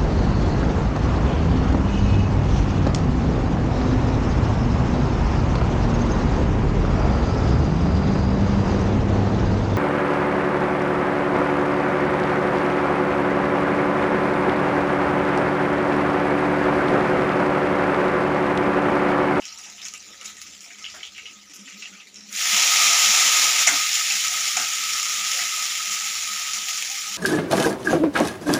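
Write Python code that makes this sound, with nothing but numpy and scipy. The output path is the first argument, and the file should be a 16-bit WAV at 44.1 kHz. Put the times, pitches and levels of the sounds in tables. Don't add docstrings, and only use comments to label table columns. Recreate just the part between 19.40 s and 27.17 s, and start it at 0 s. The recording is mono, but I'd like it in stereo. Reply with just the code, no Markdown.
import sys
import numpy as np
from scipy import signal
from scipy.fft import rfft, irfft
from scipy.io import wavfile
from scipy.ndimage import uniform_filter1d

SR = 44100
rng = np.random.default_rng(int(sys.argv[2]) if len(sys.argv) > 2 else 0)


def wrap_up_sound(samples):
    columns = np.atleast_2d(samples).T
    tamed = np.clip(columns, -1, 1)
    steps = np.round(tamed * 32767).astype(np.int16)
    wavfile.write(sys.argv[1], SR, steps)


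def how_loud(loudness_db):
    steps = np.asarray(loudness_db, float) / 20
    return 10 ** steps


N = 342657

# start_s, level_db, squelch_pitch_hz, thud_db, deep_mode_share
KNOCKS = [
    (.28, -47, 852, -27, .4),
    (.69, -58, 477, -11, .4),
    (1.541, -38.5, 620, -11, 0.36),
    (4.271, -24, 676, -13.5, 0.73),
    (5.167, -24, 732, -32, 2.6),
    (5.99, -44, 690, -8.5, .4),
]
# start_s, end_s, level_db
SMOTHER = (4.246, 4.268, -5)


def evened(x):
    return x / np.sqrt(np.mean(x ** 2) + 1e-20)


def band(x, lo_hz, hi_hz):
    return signal.sosfilt(signal.butter(N=2, Wn=[lo_hz, hi_hz], btype="band", fs=SR, output="sos"), x)


def add(mix, s, sound):
    part = mix[round(s * SR):][:len(sound)]
    part += sound[:len(part)]


def drift(seconds):
    width = round(seconds * SR)
    smooth = uniform_filter1d(rng.standard_normal(N), width)
    return evened(uniform_filter1d(smooth, width))


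def power_sum(*levels_db):
    return 10 * np.log10(sum(how_loud(db) ** 2 for db in levels_db))


def swells(t, rest_db, peaks, reach_s):
    humps = [np.maximum(db - 10 * ((t - s) / reach_s) ** 2, -200) for s, db in peaks]
    return power_sum(rest_db, *humps)


def colour_db(hz, points, modes):
    f, level = np.transpose(points)
    humps = sum(db / (1 + (2 * (hz - centre) / width) ** 2) for centre, width, db in modes)
    return np.interp(np.log(hz + 1), np.log(f + 1), level) + humps


def causal(gain_db):
    log_gain = np.log(how_loud(np.concatenate([gain_db, gain_db[-2:0:-1]])))
    response = np.fft.ifft(np.exp(np.conj(signal.hilbert(log_gain)))).real[:4096]
    return response / np.linalg.norm(response)


def burst_shape():
    # pitch_hz, level_db
    burst_colour = [(30, -51), (70, -47), (300, -34.5), (600, -27.5), (1000, -20.5), (1500, -12),
                    (2100, -1.5), (3200, -2), (4500, -4), (5800, -1.5), (7200, 2), (8100, -13.5),
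                    (9300, -9.5), (13900, -19.5), (14800, -9), (15600, -13)]
    # pitch_hz, width_hz, level_db over the burst colour
    pan_modes = [(283, 61, 8.5), (542.5, 62, 9.5), (690, 34, 12.5), (747, 53, 10), (808, 32, 10),
                 (909, 29, 11.5), (996, 15, 5.5), (1075, 66, 2), (1260, 167, 9), (1510, 30, 2.5),
                 (2040, 45, 1.5), (2540, 250, 1.5), (2900, 120, 0), (5500, 960, 4), (6330, 200, -2.5),
                 (6670, 200, 1.5)]
    return causal(colour_db(np.fft.rfftfreq(8192, 1 / SR), burst_colour, pan_modes))


def kitchen(x, wet_db=-5.0):
    # pitch_hz, t60_s
    room_decay = [(300, 0.31), (2000, 0.074), (6000, 0.12), (14000, 0.035)]
    taps = np.zeros(SR // 4)
    at = np.arange(100, SR // 4 - 20, 20)
    taps[at + rng.integers(0, 20, len(at))] = rng.choice([-1., 1.], len(at))
    hz, t, z = signal.stft(taps, SR, nperseg=256)
    t60_s = colour_db(hz, room_decay, [])[:, None]
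    tail = signal.istft(z * how_loud(-60 * t / t60_s), SR, nperseg=256)[1]
    return x + how_loud(wet_db) * signal.oaconvolve(x, tail / np.linalg.norm(tail))[:N]


def layer_levels(t):
    # time_s, level_db
    spices = [(0, -41.5), (.6, -44.5), (.75, -44), (1.05, -44), (1.35, -44), (1.58, -40), (1.7, -46.5),
              (1.92, -45), (2.17, -50), (2.32, -42.5), (2.48, -42.5), (2.63, -48), (2.8, -54), (3.0, -30.5)]
    # time_s, level_db
    leaves = [(2.88, -75), (2.903, -52), (2.94, -31), (3.0, -26), (3.067, -22), (3.14, -20), (3.33, -19),
              (3.4, -18), (3.85, -18), (4.15, -20), (4.23, -17), (4.32, -22.5), (5.05, -24.5), (5.3, -27),
              (5.96, -24.5), (6.11, -27.5), (7.1, -29.5), (7.77, -32.5)]
    # level_db at mean vigour, slope_db_per_db
    spice_laws = [
        (-66.5, 0.61),
        (-62.5, 1.2),
        (-50, 0.7),
        (-47.5, 1.05),
        (-59, 0.49),
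    ]
    # level_db at mean vigour, slope_db_per_db
    leaf_laws = [
        (-52, 1.07),
        (-40, 1.25),
        (-27.5, 1.07),
        (-25.5, 1.13),
        (-33, 0.91),
    ]
    # start_s, end_s, boom_db, ring_db
    scrapes = [
        (0, 0.04, 11, -1),
        (4.474, 4.827, -2, -6),
        (4.897, 4.963, 2.5, -5),
        (5.007, 5.084, 0, -2.5),
        (5.56, 5.87, 3, 3),
        (5.928, 6.106, 0.5, -1),
        (7.414, 7.565, 0, -10.5),
    ]
    spice_mean_db, leaf_mean_db = -44.5, -25
    spray_lead_s, low_lag_s = 0.008, 0.03
    fresh_boom_db, wilted_s = 8, 4.36
    knock_boom_db, knock_boom_t60_s = -25, 0.39

    spice_db = np.interp(t, *np.transpose(spices))
    leaf_db = np.interp(t, *np.transpose(leaves))
    early_db = np.maximum(leaf_db, np.interp(t + spray_lead_s, *np.transpose(leaves)))
    late_db = np.minimum(leaf_db, np.interp(t - low_lag_s, *np.transpose(leaves)))
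    vigours_db = [late_db, late_db, leaf_db, leaf_db, early_db]
    levels = []
    for (a_db, a), (b_db, b), vigour_db in zip(spice_laws, leaf_laws, vigours_db):
        from_spices = a_db + a * (spice_db - spice_mean_db)
        from_leaves = b_db + b * (vigour_db - leaf_mean_db)
        levels.append(power_sum(from_spices, from_leaves))

    levels[4] = levels[4] - 3 * np.interp(t, [1.1, 1.5], [0, 1]) * (t < leaves[0][0])
    for start, end, boom_db, ring_db in scrapes:
        drag = np.interp(t, [start - .02, start, end, end + 0.01], [0, 1, 1, 0])
        levels[0] = levels[0] + boom_db * drag
        levels[1] = levels[1] + ring_db * drag

    fresh = np.interp(t, [leaves[1][0], leaves[5][0], wilted_s, wilted_s + 0.054], [0, 1, 1, 0])
    covered = (t > SMOTHER[0] - .012) & (t < SMOTHER[1])
    boom = levels[0] + fresh_boom_db * fresh - 0.5 * (1 - fresh) * drift(0.076) - 4 * covered
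    shaken = [np.where(t > s, db + knock_boom_db - 60 * (t - s) / knock_boom_t60_s, -200)
              for s, db, *_ in KNOCKS]
    levels[0] = power_sum(boom, *shaken)
    levels[1] = levels[1] + 1.1 * drift(0.066)
    return levels


def patchy(x, depth_db):
    murmur_db, murmur_top_hz = 1.5, 1100
    hz, t, z = signal.stft(x, SR, nperseg=512, noverlap=384)
    chance = rng.standard_normal(z.shape[::-1]).T
    slow = uniform_filter1d(uniform_filter1d(chance, size=20, axis=1), size=14, axis=1)
    z = z * how_loud(murmur_db * (hz < murmur_top_hz)[:, None] * evened(slow))
    field = uniform_filter1d(uniform_filter1d(chance, size=7, axis=0), size=9, axis=1)
    field = evened(uniform_filter1d(field, size=6, axis=1))
    depth = depth_db[np.minimum(t * SR, N - 1).astype(int)]
    return signal.istft(z * how_loud(field * depth), SR, nperseg=512, noverlap=384)[1][:N]


def sliding_ring(x):
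    # time_s, pitch_hz
    ring_pitch = [(2.95, 1258), (4.6, 1250), (4.85, 1282), (5.45, 1285), (5.6, 1256), (5.76, 1240),
                  (5.9, 1285), (6.4, 1250), (6.7, 1280), (6.9, 1255)]
    width_hz, focus_db = 66, -4.5
    hz = np.interp(np.arange(N) / SR, *np.transpose(ring_pitch))
    turn = np.exp(2j * np.pi * np.cumsum(hz) / SR)
    r = np.exp(-np.pi * width_hz / SR)
    low = x / turn
    for _ in range(2):
        low = signal.lfilter([1 - r], [1, -r], low)
    return evened(x) + how_loud(focus_db) * evened((turn * low).real)


def frying(calm_per_s=1400, roar_per_s=5000, spread_db=3.5, steam_db=-2.0, calm_steam_db=-2.5,
           clump_db=0.5, calm_patch_db=3.0, roar_patch_db=0.5):
    layer_edges = [1150, 1380, 4200, 7800]
    t = np.arange(N) / SR
    levels = layer_levels(t)
    heat = np.clip((levels[3] + 45.0) / 27, 0, 1)
    root_heat = np.sqrt(heat)

    rate = (calm_per_s + (roar_per_s - calm_per_s) * heat ** 2) / SR
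    size_steps = np.minimum(rng.exponential(1, N), 3.7 + .8 * root_heat)
    sizes = how_loud(spread_db * size_steps) * rng.choice([-1., 1.], N)
    clicks = evened(sizes * (rng.random(N) < rate) / np.sqrt(rate))
    hiss = how_loud(calm_steam_db + (steam_db - calm_steam_db) * root_heat) * rng.standard_normal(N)
    drive = (clicks + hiss) * how_loud(clump_db * drift(0.079))

    spot = rng.integers(0, 6, N)
    spread = sum(kitchen(drive * (spot == k)) for k in range(6))
    coloured = signal.oaconvolve(spread, burst_shape())[:N]
    spectrum = rfft(patchy(coloured, calm_patch_db + (roar_patch_db - calm_patch_db) * root_heat))

    layer = np.searchsorted(layer_edges, np.fft.rfftfreq(N, 1 / SR))
    out = np.zeros(N)
    for k, level_db in enumerate(levels):
        part = irfft(spectrum * (layer == k), N)
        if k == 1:
            part = sliding_ring(part)
        out += how_loud(level_db) * evened(part)if k != 1 else how_loud(level_db) * part
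    start, end, smother_db = SMOTHER
    return out * how_loud(smother_db * np.interp(t, [start - .018, start, end, end + 0.0019], [0, 1, 1, 0]))


def hum():
    # pitch_hz, level_db per Hz
    hum_colour = [(15, -52), (25, -29), (70, -10), (139, -10.5), (200, 4), (249, -7), (609, -5), (700, -45),
                  (910, -55), (1540, -120)]
    # pitch_hz, width_hz, level_db
    room_modes = [(70.7, 13, 11.2), (98, 13, 4.6), (167, 20, 3.5), (289, 79, 9.1), (417.6, 32, 7.2)]
    # peak_s, level_db
    flutters = [(.47, -65), (.54, -71), (.72, -62), (.84, -62), (.96, -68), (1.09, -68), (1.23, -62),
                (1.39, -64), (2.01, -60), (2.22, -55.5), (2.38, -52), (2.53, -54), (2.79, -54.5),
                (2.86, -56), (2.94, -59), (3.16, -55), (3.47, -54), (3.69, -48.5), (3.87, -57), (4.35, -62),
                (4.75, -57), (5.05, -64), (5.19, -60), (5.82, -55), (6.05, -62), (6.52, -59.5), (6.95, -57),
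                (7.2, -59.5), (7.67, -59), (7.76, -55)]
    # peak_s, level_db
    traffic = [(.03, -71), (.46, -69), (.68, -70), (.9, -76), (1.1, -68), (1.55, -66), (1.76, -70),
               (1.9, -70), (2.9, -75), (3.3, -74), (3.59, -65), (3.87, -65), (4.03, -68), (4.38, -58.5),
               (4.88, -68), (5.2, -67), (5.52, -61), (5.75, -71), (6.5, -70), (6.8, -63), (7.03, -65),
               (7.45, -78)]
    hum_db, drone_rest_db, rumble_rest_db = -57, -72, -76
    t, hz = np.arange(N) / SR, np.fft.rfftfreq(N, 1 / SR)
    noise = rfft(rng.standard_normal(N)) * how_loud(colour_db(hz, hum_colour, room_modes))

    turn = 2 * np.pi * np.cumsum(205 + 6 * drift(0.021)) / SR
    drone_db = swells(t, drone_rest_db, flutters, reach_s=0.054)
    drone = np.sqrt(2) * np.sin(turn) * how_loud(drone_db + 4.4 * drift(0.024))

    rumble_db = swells(t, rumble_rest_db, traffic, reach_s=0.13) - drift(0.068)
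    rumble = how_loud(rumble_db) * evened(irfft(noise * (hz < 120), N))

    murmur_db = hum_db - 6.5 + 0.25 * (drone_db + 70.0) + 2.0 * drift(0.062)
    return how_loud(murmur_db) * evened(irfft(noise * (hz >= 120), N)) + drone + rumble


def spits(crack=3.9, ragged_db=8.0):
    # start_s, level_db, pitch_hz, t60_s
    drips = [(0.02, -24.5, 2900, 0.29), (.382, -28, 2860, .17), (0.7335, -33, 2120, 0.12),
             (1.3037, -26, 2330, 0.13), (1.4418, -25, 2870, 0.32), (1.6063, -29, 2300, 0.17),
             (1.631, -20.5, 3130, 0.19), (1.7486, -28, 3090, 0.46), (1.761, -28, 2800, 0.18),
             (1.7808, -26, 2500, 0.31), (1.8572, -25, 2840, 0.28), (2.277, -26, 2560, 0.35),
             (2.4224, -19, 2880, 0.13), (2.453, -30, 2820, .11), (2.527, -31.5, 2500, 0.43),
             (2.601, -27.5, 2820, 0.097), (2.7583, -28, 5500, 0.75), (5.989, -11.5, 2280, 0.23)]
    # start_s, level_db, pitch_hz, t60_s
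    seeds = [(.054, -19.5, 5670, 0.05), (0.08, -23.5, 4560, 0.16), (0.126, -40, 5660, 0.12),
             (0.238, -22, 5830, 0.33), (0.4165, -21, 5400, 0.32), (0.4528, -16, 6200, 0.17),
             (0.9674, -25, 6700, .14), (1.0125, -23.5, 5860, 0.23), (1.0657, -23.5, 5800, .18),
             (1.385, -26, 6050, 0.22), (1.4983, -24, 5370, 0.29), (2.097, -26.5, 5900, 0.28),
             (5.1691, -7.5, 6670, 0.18)]
    # start_s, level_db, pitch_hz, t60_s
    splashes = [(0.1873, -28, 5500, .25), (0.4698, -31, 5730, 0.12), (0.5379, -23.5, 2710, 0.25),
                (0.8133, -28, 2300, 0.59), (0.847, -22, 6230, 0.31), (1.209, -30.5, 7320, 0.45),
                (1.545, -26.5, 1870, .17), (2.138, -26, 5900, 0.5), (2.671, -31, 4110, .17),
                (2.741, -35, 6840, 0.21), (6.507, -15, 6600, 0.49), (7.134, -11, 5900, 0.14)]
    # start_s, level_db, pitch_hz, t60_s
    vents = [
        (4.2735, -7.5, 2080, 0.19),
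        (4.272, 0, 6800, 0.04),
        (4.7, -12, 2540, 0.15),
        (.87, -27.5, 3600, 0.26),
    ]
    # spray_db, tonal_share
    kinds = [
        (-60, 0.48),
        (-35.5, 0.45),
        (-23.5, 0.34),
        (-35, 0.7),
    ]
    hold_s, spray_rise_s = 0.011, 0.0063
    grit = 0.27
    out, shape, t = np.zeros(N), burst_shape(), np.arange(SR // 4) / SR
    for table, (spray_db, tonal) in zip([drips, seeds, splashes, vents], kinds):
        for s, db, hz, t60 in table:
            flutter = evened(uniform_filter1d(rng.standard_normal(len(t)), size=70))
            flutter = np.clip(np.maximum(flutter, 1.5 - t / .004), -2, 1.3)
            fade = how_loud(-60 * np.maximum(t - hold_s, 0) / t60)
            strength = np.linalg.norm(fade)
            hiss = rng.standard_normal(len(t))
            puff = (hiss + grit * hiss ** 3) * how_loud(ragged_db * flutter) * fade
            puff = puff * strength / np.linalg.norm(puff)
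            puff[0] = crack
            whistle = band(puff, hz * 0.85, hz * 1.114)
            whistle = whistle * strength / np.linalg.norm(whistle)
            wide = signal.oaconvolve(puff, shape)[:len(t)]
            spray = how_loud(spray_db + 21.0) * band(wide, 5100, 12000)
            spray = spray * np.minimum(0.39 + t / spray_rise_s, 1)
            fizz = (1 - tonal) * band(wide, 760, 4600)
            add(out, s, how_loud(db - 14.0) * (tonal * whistle + fizz + spray))
    return out


def pops(rattle=.16, rattle_s=.0008):
    # start_s, peak_db,
    # pitch_hz
    single_bursts = [(0.054, -17, 5800), (0.4526, -19, 6600), (0.4844, -17.5, 5500), (1.207, -24, 6600),
                     (2.136, -27, 5690), (2.928, -16, 6740), (2.9627, -10.5, 6700), (3.2276, -3, 6490),
                     (4.018, -2, 6670), (4.3593, -5.5, 6400), (3.442, -9, 6600), (3.371, -3, 6000),
                     (3.713, -6, 6500), (4.531, -4, 5860), (4.543, -7, 6500), (4.702, -7, 5500),
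                     (4.722, -5, 7130), (4.882, -4, 6650), (5.082, -10, 6110), (5.1994, -9, 5610),
                     (4.3963, -9, 6200), (5.3346, -7, 6890), (6.2278, -17, 6800), (6.255, -9, 6690),
                     (6.54, -8.5, 2570), (6.7533, -9, 5930), (6.8247, -14, 7200), (6.9955, -14, 7300),
                     (7.1347, -9, 5450), (7.2857, -9.5, 2500), (7.376, -9, 7000), (7.425, -9, 3120),
                     (0.187, -23, 9000), (0.301, -22, 6500), (.4174, -25, 3500), (0.538, -16, 7100),
             (.8125, -24, 6500), (.8455, -26, 6000), (1.0168, -17.5, 5800), (1.101, -27, 7200),
             (5.1695, -9, 5230), (1.443, -36, 3000), (1.631, -26, 3100), (1.452, -31, 3000),
             (1.781, -29, 2300), (.857, -18, 6500), (.983, -31, 9000), (2.744, -27, 6900),
                     (4.809, -21, 7230), (5.4394, -9, 6790), (5.5348, -7.5, 7200), (5.599, -8.5, 7210),
                 (5.63, -9, 6660), (5.7194, -11, 6900), (5.9287, -14, 5430), (5.9594, -16, 6550),
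                 (5.975, -10, 5900), (6.055, -12, 6630), (6.1194, -15, 7050), (6.242, -9, 6660),
                 (6.5994, -26, 6750), (4.2673, -8, 6000), (7.134, -14, 5450), (7.425, -11.5, 4300),
                 (7.5, -12, 6970)]
    out, shape, t = np.zeros(N), burst_shape(), np.arange(300) / SR
    for s, db, hz in single_bursts:
        tear = rattle * rng.standard_normal(len(t)) * np.exp(-t / rattle_s)
        tear[0] = 1
        leaning = .6 * shape + band(shape, hz * .7, hz * 1.3)
        click = signal.oaconvolve(leaning, tear)
        add(out, s, how_loud(db - 1.5) * click / abs(click).max())
    return out


def bounces():
    # start_s, peak_db, pitch_hz
    drops = [(0.38, -30, 2920), (0.416, -27, 3720), (0.4274, -31, 2190), (0.7332, -34, 1990),
             (0.8121, -26, 2910), (0.8564, -33, 3730), (1.305, -26, 2270), (1.3154, -30, 2310),
             (1.3464, -32, 3110), (1.3548, -34, 2010), (1.4426, -17, 2950), (1.4514, -20, 3330),
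             (1.4627, -18, 2900), (1.4714, -23, 3050), (1.6064, -29, 2260), (1.6304, -16, 3100),
             (1.6414, -28, 3160), (1.675, -29, 3140), (1.6844, -32, 3360), (1.7809, -26, 2250),
             (1.7944, -27, 2200), (1.8557, -22, 2960), (1.8642, -24, 3050), (1.8844, -28, 3030),
             (2.2767, -27, 2030), (2.4222, -24, 2700), (2.456, -24, 2730), (4.2745, -1, 2135),
             (4.2825, -8, 2120), (4.2895, -4, 2050), (5.1682, -10, 5250), (5.169, -9, 6930),
             (5.17, -8.5, 2400), (4.2715, -8, 5660)]
    # start_s, peak_db, pitch_hz
    cracks = [(0.0782, -25, 5500), (0.1246, -22, 5700), (0.175, -25, 5530), (0.2124, -27, 6660),
              (0.2369, -33, 5700), (0.427, -24, 5200), (0.444, -23, 6600), (0.5764, -27, 7560),
              (0.5964, -31, 6330), (0.6034, -26, 5800), (0.8565, -25, 6430), (1.4247, -25, 5450),
              (2.4219, -28, 6670), (2.758, -25, 5500), (2.807, -28, 5460), (2.836, -30, 5400),
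              (2.8679, -36, 5870), (2.8923, -28, 5920)]
    t60_s = .022
    out, t = np.zeros(N), np.arange(2000) / SR
    for s, db, hz in drops + cracks:
        turn = 2 * np.pi * hz * t
        ring = np.sin(turn) + 0.17 * np.sin(1.19 * turn) + 0.35 * np.sin(0.73 * turn)
        add(out, s, how_loud(db - 4.5 - 60 * t / t60_s) * np.minimum(t / 0.00085, 1) * ring)
    return out


def murmurs():
    # middle_s, level_db, pitch_hz, width_hz, length_s
    mode_swells = [(5.18, -33.5, 740, 110, .036), (1.3, -58.5, 690, 50, .09), (5.221, -48, 260, 200, 0.072),
                   (4.279, -29.5, 727, 80, 0.024), (2.76, -68, 960, 800, .24), (4.338, -41, 700, 30, .07),
                   (1.664, -42, 3230, 500, 0.066), (0.281, -56, 850, 300, 0.072),
                   (0.719, -58, 470, 200, 0.11), (.81, -58, 503, 60, .05), (0.848, -63, 700, 60, 0.075),
                   (.54, -49, 1260, 80, 0.035), (0.829, -50, 1270, 200, 0.075),
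                   (1.041, -55, 1220, 60, 0.046), (1.43, -55, 1270, 60, 0.081),
                   (1.848, -59, 447, 60, 0.067), (1.914, -60, 320, 150, 0.056),
                   (2.113, -58.5, 297, 50, .08), (2.27, -55, 280, 50, 0.069), (2.54, -52, 1480, 250, 0.058),
                   (2.59, -56, 1240, 60, 0.11), (4.298, -31, 1420, 300, .045), (4.325, -39, 284, 30, .1),
                   (4.51, -48, 793, 80, 0.055), (4.58, -48.5, 818, 50, 0.073), (4.73, -48, 807, 50, 0.099),
                   (4.919, -49, 750, 120, 0.12), (5.02, -48, 750, 150, 0.073), (5.08, -46, 785, 100, 0.053),
                   (4.598, -33, 1264, 60, 0.069), (4.846, -45.5, 1320, 50, 0.046),
                   (4.949, -33.5, 1272, 70, 0.052), (5.95, -49.5, 538, 40, 0.12),
                   (5.993, -47, 725, 60, 0.12), (6.66, -54, 807, 50, 0.2), (7.009, -51, 700, 60, 0.049),
                   (7.3, -53, 730, 120, 0.13), (7.528, -48, 784, 70, .1), (7.69, -52, 816, 50, .07)]
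    # middle_s, level_db, pitch_hz, width_hz, length_s
    mists = [(.885, -57, 15000, 1200, .06), (.865, -58, 12500, 2500, .05), (1.03, -56, 15000, 1200, .06),
             (1.025, -52, 10300, 1500, .04), (1.24, -63, 15000, 1200, .09), (1.57, -63, 15000, 1200, .07),
             (2.155, -57, 14900, 1400, .05), (2.155, -53, 11500, 3000, .05), (2.39, -58, 15000, 1200, .07),
             (.46, -65, 15000, 1200, .08)]
    # start_s, length_s, from_hz, to_hz, level_db
    whistles = [
        (.095, .075, 12800, 13600, -65),
        (1.125, .06, 12450, 13300, -69),
    ]
    out = np.zeros(N)
    for s, db, hz, width_hz, length in mode_swells + mists:
        count = round(length * SR)
        noise = band(rng.standard_normal(12000), hz - width_hz / 2, hz + width_hz / 2)[-count:]
        add(out, s - length / 2, how_loud(db) * evened(noise) * np.sqrt(np.hanning(count)))
    for s, length, from_hz, to_hz, db in whistles:
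        hz = np.linspace(from_hz, to_hz, round(length * SR))
        tone = np.sin(2 * np.pi * np.cumsum(hz) / SR)
        add(out, s, how_loud(db) * tone * np.sqrt(np.hanning(len(hz))))
    return out


def knocks():
    t60, glide, thud_hz, deep_hz = .22, 1.05, 278.4, 176
    out, t = np.zeros(N), np.arange(SR // 3) / SR
    for s, db, hz, thud_db, deep in KNOCKS:
        pitch_hz = hz * (1 + (glide - 1) * np.minimum(t / 0.015, 1.5))
        turn = 2 * np.pi * np.cumsum(pitch_hz) / SR
        overtones = np.sin(turn) + .3 * np.sin(2 * turn) + .9 * np.sin(3 * turn)
        squelch = 0.58 * overtones * how_loud(-60 * t / (0.31 * t60))
        noise = rng.standard_normal(len(t))
        rattle = evened(band(noise, hz * 1.58, hz * 2.8)) * 0.41 * how_loud(-60 * t / t60)
        body = evened(band(noise, hz * 0.99, hz * 1.2)) * 0.17 * how_loud(-60 * t / (1.5 * t60))
        modes = np.sin(2 * np.pi * thud_hz * t) + deep * np.sin(2 * np.pi * deep_hz * t)
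        thud = 0.81 * modes + 0.64 * evened(band(noise, 180, 480))
        thud = how_loud(thud_db) * thud * how_loud(-60 * t / (1.4 * t60)) * np.minimum(t / .04, 1)
        attack = np.minimum(t / .0015, 1)
        add(out, s, how_loud(db) * (squelch + body + rattle + thud) * attack)
    return out


def rings():
    # pitch_hz, level_db, t60_s
    rung_modes = [(700, -5.5, 0.24), (828, -3.5, 0.38), (1260, -4, 0.19), (1416, 0.5, 0.28),
                  (1587, 1.5, .25), (1820, -7, .25)]
    # start_s, level_db
    touches = [
        (1.541, -54),
        (1.551, -60),
        (4.271, -41),
        (4.283, -44),
        (4.325, -38),
        (5.167, -40),
        (5.205, -38),
        (5.99, -42.5),
        (3.0, -44),
    ]
    out, t = np.zeros(N), np.arange(SR // 3) / SR
    ring = sum(how_loud(db - 60 * t / t60) * np.sin(2 * np.pi * hz * t) for hz, db, t60 in rung_modes)
    ring = ring * np.minimum(t / 0.001, 1)
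    for s, db in touches:
        add(out, s, how_loud(db) * ring)
    return out


def scene():
    struck = pops() + knocks() + bounces() + rings()
    near = kitchen(spits(), wet_db=-2.0) + kitchen(struck, wet_db=-6.5)
    return np.tile(frying() + near + hum() + murmurs(), (2, 1))


def roll_off(x):
    return signal.sosfilt(signal.butter(12, 15710, fs=SR, output="sos"), x)


def record(dry):
    # middle_s, from_hz, to_hz, level_db
    splits = [(3.315, 7600, 9000, -41), (3.59, 6300, 7550, -24), (4.129, 5160, 6360, -27.5),
              (4.13, 10300, 12000, -40), (6.655, 4600, 7100, -32), (6.655, 8200, 9800, -47),
              (6.655, 11000, 12600, -51), (6.68, 11500, 15400, -50), (6.865, 4240, 7100, -36),
              (6.865, 13800, 15400, -51), (7.61, 9600, 12600, -48)]
    side, hz = np.zeros(N), np.fft.rfftfreq(1800, 1 / SR)
    for s, lo_hz, hi_hz, db in splits:
        noise = irfft(rfft(rng.standard_normal(1800)) * (hz > lo_hz) * (hz < hi_hz))
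        add(side, s - 900 / SR, how_loud(db) * evened(noise) * np.hanning(1800))
    loud = np.tanh(dry / 1.275) * 1.133 + side * [[1], [-1]]
    edge = signal.firwin(1023, 15500, window=("kaiser", 9), fs=SR)
    return roll_off(signal.oaconvolve(loud, edge[None], "same"))


dry = scene()
out = record(dry)
wrap_up_sound(out)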